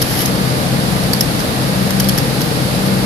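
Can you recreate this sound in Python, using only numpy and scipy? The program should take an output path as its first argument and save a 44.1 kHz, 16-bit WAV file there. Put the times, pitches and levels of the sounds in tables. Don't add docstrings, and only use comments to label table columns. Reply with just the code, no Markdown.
import sys
import numpy as np
from scipy import signal
from scipy.fft import rfft, irfft, next_fast_len
from scipy.io import wavfile
from scipy.ndimage import map_coordinates

SR = 44100
rng = np.random.default_rng(int(sys.argv[2]) if len(sys.argv) > 2 else 0)


def master(y):
    cut = np.clip(np.atleast_2d(y).T, -1, 1)
    pcm = np.round(cut * 32767)
    wavfile.write(sys.argv[1], SR, pcm.astype(np.int16))


N = 134505

CLICK_BOOST_DB, CLICK_BOOST_OCTAVES = 8.5, 0.07
# start in seconds, level in dB before the low cut, chatter length in
# seconds, favoured pitch in Hz, left over right in dB.
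CATCHES = [(0.0168, -11.5, 0.0018, 3300, -1.5), (0.02, -13.5, .001, 11000, 13),
           (0.0225, -10, 0.0036, 5170, -0.5), (0.257, -12.5, .004, 6400, -1), (1.036, -22, .002, 5200, -3),
           (1.1333, -10, 0.0044, 4640, 0), (1.148, -23, .001, 4600, -8), (1.2082, -5, 0.0036, 5200, 1.5),
           (1.392, -22, .003, 5200, 0), (1.402, -21.5, 0.0045, 5000, -3), (1.9064, -15, 0.0016, 6550, 3),
           (1.9988, -12.5, 0.0025, 5530, 0), (2.0018, -12, 0.0052, 10900, -2.5),
           (2.043, -19, 0.0022, 4800, -6), (2.0868, -8, .001, 11500, -5), (2.0895, -14, .002, 11600, 1),
           (2.093, -12, .003, 4400, 0.5), (2.1772, -15.5, 0.0026, 5450, 3),
           (2.1834, -10.5, 0.0025, 5330, -1), (2.406, -20.5, 0.0046, 11500, -5),
           (2.4145, -16.5, 0.0043, 4900, -5), (2.861, -26, .006, 11000, 1)]


def key_clicks():
    out, t = np.zeros((2, N)), np.arange(SR // 10) / SR
    attack_s, release_t60_s = 0.00028, 0.016
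    body_hz, crisp_above_db = 3800, -15
    body_band = 1 / (1 + (np.fft.rfftfreq(len(t), 1 / SR) / body_hz) ** 10)
    for start, db, length, hz, pan_db in CATCHES:
        envelope = np.minimum(t / attack_s, 1) * amp(-60 * np.maximum(t - length, 0) / release_t60_s)
        force = envelope * contacts(per_s=2200, size=len(t))
        chatter = unit(coloured(force, hz, CLICK_BOOST_DB, CLICK_BOOST_OCTAVES))
        chatter *= amp(-0.5) * np.sqrt(np.mean(envelope ** 2))
        low_cut_db = max(db - crisp_above_db, 0) * body_band
        click = irfft(rfft(chatter + shell_ring(t, hz)) * amp(-low_cut_db), len(t))
        add(out, start, amp(db) * pan(pan_db) * click[:, :len(t) // 2])
    return out


def contacts(per_s, size, impact_share=0.4):
    impacts = (rng.random(size) < per_s / SR) * rng.choice([-1, 1], size)
    friction = rng.standard_normal((2, size))
    return np.sqrt(impact_share) * unit(impacts) + np.sqrt(1 - impact_share) * friction


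def favour(hz, favoured_hz, octaves):
    return 1 / (1 + (np.log2((hz + 1) / favoured_hz) / octaves) ** 2)


# pitch in Hz, relative level in dB, seconds to fall 60 dB.
SHELL_MODES = [(1710, -13, 0.031), (3310, -16.5, 0.036), (4555, -6.5, 0.017), (5500, -11, 0.012),
               (5900, -22, .015), (6450, -27, .025), (11230, -8, .018), (12600, -19, .018),
               (13400, -15, 0.062)]


def shell_ring(t, favoured_hz, attack_s=0.0003):
    ring = np.zeros((2, len(t)))
    for hz, db, t60 in SHELL_MODES:
        struck_db = db + CLICK_BOOST_DB * favour(hz, favoured_hz, CLICK_BOOST_OCTAVES)
        struck_db += rng.normal(0, 2.2)
        balance = unit(amp(along(CLICK_COLOUR, np.array([hz]))))
        mode = np.sin(2 * np.pi * (hz * t + rng.random((2, 1))))
        ring += amp(struck_db - 60 * t / t60) * balance * mode
    return ring * np.minimum(t / attack_s, 1)


# frequency in Hz, relative left and right levels in dB.
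CLICK_COLOUR = [(300, -51, -51), (1780, -1, -16.5), (2400.0, -10, -32.5), (3040, -25, 1), (3650, -12, -14),
                (4350, -14, -5.5), (5230, -25, -4), (6000.0, -16, -7), (7700, -15.5, -18.5),
                (9640, -12, -21), (11300, 0, -20), (13300, -9.5, -24), (14900, -21, -15)]


def coloured(force, favoured_hz, boost_db, octaves, size=1024):
    hz = np.fft.rfftfreq(size, 1 / SR)
    colour_db = along(CLICK_COLOUR, hz) + boost_db * favour(hz, favoured_hz, octaves)
    cepstrum = irfft(np.log(unit(amp(colour_db))))
    cepstrum[:, 1:size // 2] *= 2
    cepstrum[:, size // 2 + 1:] = 0
    impulse_response = irfft(np.exp(rfft(cepstrum)))
    return signal.fftconvolve(force, impulse_response, axes=1)[:, :force.shape[1]]


# time in seconds, level in dB.
RATCHET_SWELL = [(.02, -47), (.06, -29), (.12, -22.5), (.225, -21), (.25, -30), (.28, -24), (.305, -42),
                 (.4, -70)]


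def ratchet_purr():
    teeth_per_s, jitter, rasp_fall_db, uneven_db = 125, 0.1, 5, 2
    tooth_phase = np.cumsum(teeth_per_s * (1 + jitter * wobble(36))) / SR
    rasps = unit(amp(-rasp_fall_db * (tooth_phase % 1)))
    swell = amp(curve(RATCHET_SWELL) + uneven_db * wobble(38))
    force = swell * rasps * contacts(per_s=1800, size=N)
    return pan(0.5) * coloured(force, favoured_hz=11200, boost_db=5, octaves=0.03)


# start in seconds, level in dB.
RELEASES = [(1.400, -42), (2.411, -26)]


def key_pings():
    out, t = np.zeros((2, N)), np.arange(SR // 4) / SR
    key_hz, attack_s, t60_s = 14310, 0.003, 0.16
    for start, db in RELEASES:
        envelope = amp(db - 60 * t / t60_s) * (1 - np.exp(-t / attack_s))
        add(out, start, pan(-6) * envelope * np.sin(2 * np.pi * key_hz * t))
    return out


DRONE_LEAD_S = 0.00041
# frequency in Hz, relative left and right levels in dB.
RUSH_COLOUR = [(20.0, -23, -27.9), (45.0, -7, -22.5), (80.0, -7.5, -13), (119, -2.5, -7), (161, 1.5, -5.5),
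               (215.0, -2.54, -6.5), (321, -6.5, -7), (398, -13, -15.5), (453, -8, -7.5), (657, -14, -13),
               (760, -12.5, -11), (1016, -17, -17), (1830, -22.5, -17.5), (2580, -23.5, -20.5),
               (3260, -23.5, -22), (3730, -24.8, -19), (4550, -27.0, -18.0), (5160, -27, -20),
               (5620, -27.5, -27), (7000.0, -28.5, -31.5), (8700, -27.5, -44), (9600, -25.5, -48.3),
               (10650, -23.5, -57), (11400, -22, -78), (13000, -28, -84), (15200, -44, -78)]
# frequency in Hz, left-right correlation (1 is mono).
RUSH_CORRELATION = [(40, 0.91), (130, 0.96), (250, 0.85), (470, 0.82), (900, -0.25), (1600, -0.16),
                    (4000, 0.025)]


def air_rush():
    def width(hz):
        angle = np.arccos(along(RUSH_CORRELATION, hz)[0]) / 2
        return np.array([np.cos(angle), np.sin(angle)])

    def colour(hz):
        bass_lead_s = DRONE_LEAD_S / (1 + (hz / 350) ** 2)
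        return amp(along(RUSH_COLOUR, hz)) * np.exp(1j * np.pi * hz * bass_lead_s * [[1], [-1]])

    mid, side = filtered(rng.standard_normal((2, N)), width)
    return amp(-17) * unit(filtered(np.array([mid + side, mid - side]), colour))


# pitch in Hz, level in dB, left over right in dB, depth of waver.
HUM_PARTIALS = [(64.6, -40, 20, .3), (129.16, -23.5, 7.5, .1), (168.5, -28.5, 8, .7),
                (224.2, -37.5, 8, 0.57), (471, -42, 13, 0.84), (530, -37, -8, 0.59), (602, -36.5, 4, .4),
                (1206, -38, -8, 0.37), (4650, -46.5, -8, 0.34)]
# time in seconds, level in dB.
THROB_SWELL = [(0, -28), (.25, -23.5), (.6, -29), (1.1, -22), (1.4, -33), (1.8, -21), (2.08, -18),
               (2.3, -34), (2.62, -31.5), (2.85, -17.5), (3.05, -19)]


def machine_hum():
    hum = sum(amp(db) * pan(pan_db) * tone(hz, waver, DRONE_LEAD_S)
              for hz, db, pan_db, waver in HUM_PARTIALS)
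    throb = amp(curve(THROB_SWELL)) * pan(3) * tone(hz=192.9, waver=0.12, lead_s=DRONE_LEAD_S)
    return hum + throb


# pitch in Hz, relative level in dB.
WHINE_PARTIALS = [(9700, -55), (9900, -52), (10000, -48), (10050, -54), (10200, -50), (10300, -49)]


def electric_whine(gain_db=3.5):
    return pan(21) * sum(amp(db + gain_db) * tone(hz, waver=0.32) for hz, db in WHINE_PARTIALS)


def room(x, t60_s=0.27):
    t = np.arange(SR // 3) / SR
    tail = rng.standard_normal((2, len(t))) * amp(-60 * t / t60_s)
    return signal.fftconvolve(x, tail / np.linalg.norm(tail[0]), axes=1)[:, :N]


def tone(hz, waver, lead_s=0):
    drift = 1 + waver * (wobble(6.85) + 1j * wobble(7))
    t = np.arange(N) / SR + np.array([[lead_s / 2], [-lead_s / 2]])
    return unit(np.real(drift * np.exp(2j * np.pi * (hz * t + rng.random()))))


def amp(db):
    return 10 ** (np.asarray(db) / 20)


def unit(x):
    return x / np.sqrt(np.mean(x ** 2) + 1e-20)


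def pan(db):
    return unit(amp([[db / 2], [-db / 2]]))


def along(points, hz):
    knots_hz, *columns = np.transpose(points)
    return np.array([np.interp(np.log(hz + 1), np.log(knots_hz + 1), c) for c in columns])


def curve(rows):
    return np.interp(np.arange(N) / SR, *np.transpose(rows))


def wobble(rate):
    return map_coordinates(rng.standard_normal(int(N * rate / SR) + 4), [np.arange(N) * rate / SR])


def filtered(x, response):
    size = next_fast_len(N + 8192)
    return irfft(rfft(x, size) * response(np.fft.rfftfreq(size, 1 / SR)), size)[..., :N]


def add(out, start, sound):
    part = out[:, max(round(start * SR), 0):][:, :sound.shape[-1]]
    part += sound[..., :part.shape[1]]


def scene():
    toy = key_clicks() + key_pings() + ratchet_purr()
    return toy + amp(-10.5) * room(toy) + air_rush() + machine_hum() + electric_whine()


def record(dry):
    return filtered(np.clip(dry, -1, 1), lambda hz: hz < 14650)


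dry = scene()
out = record(dry)
master(out)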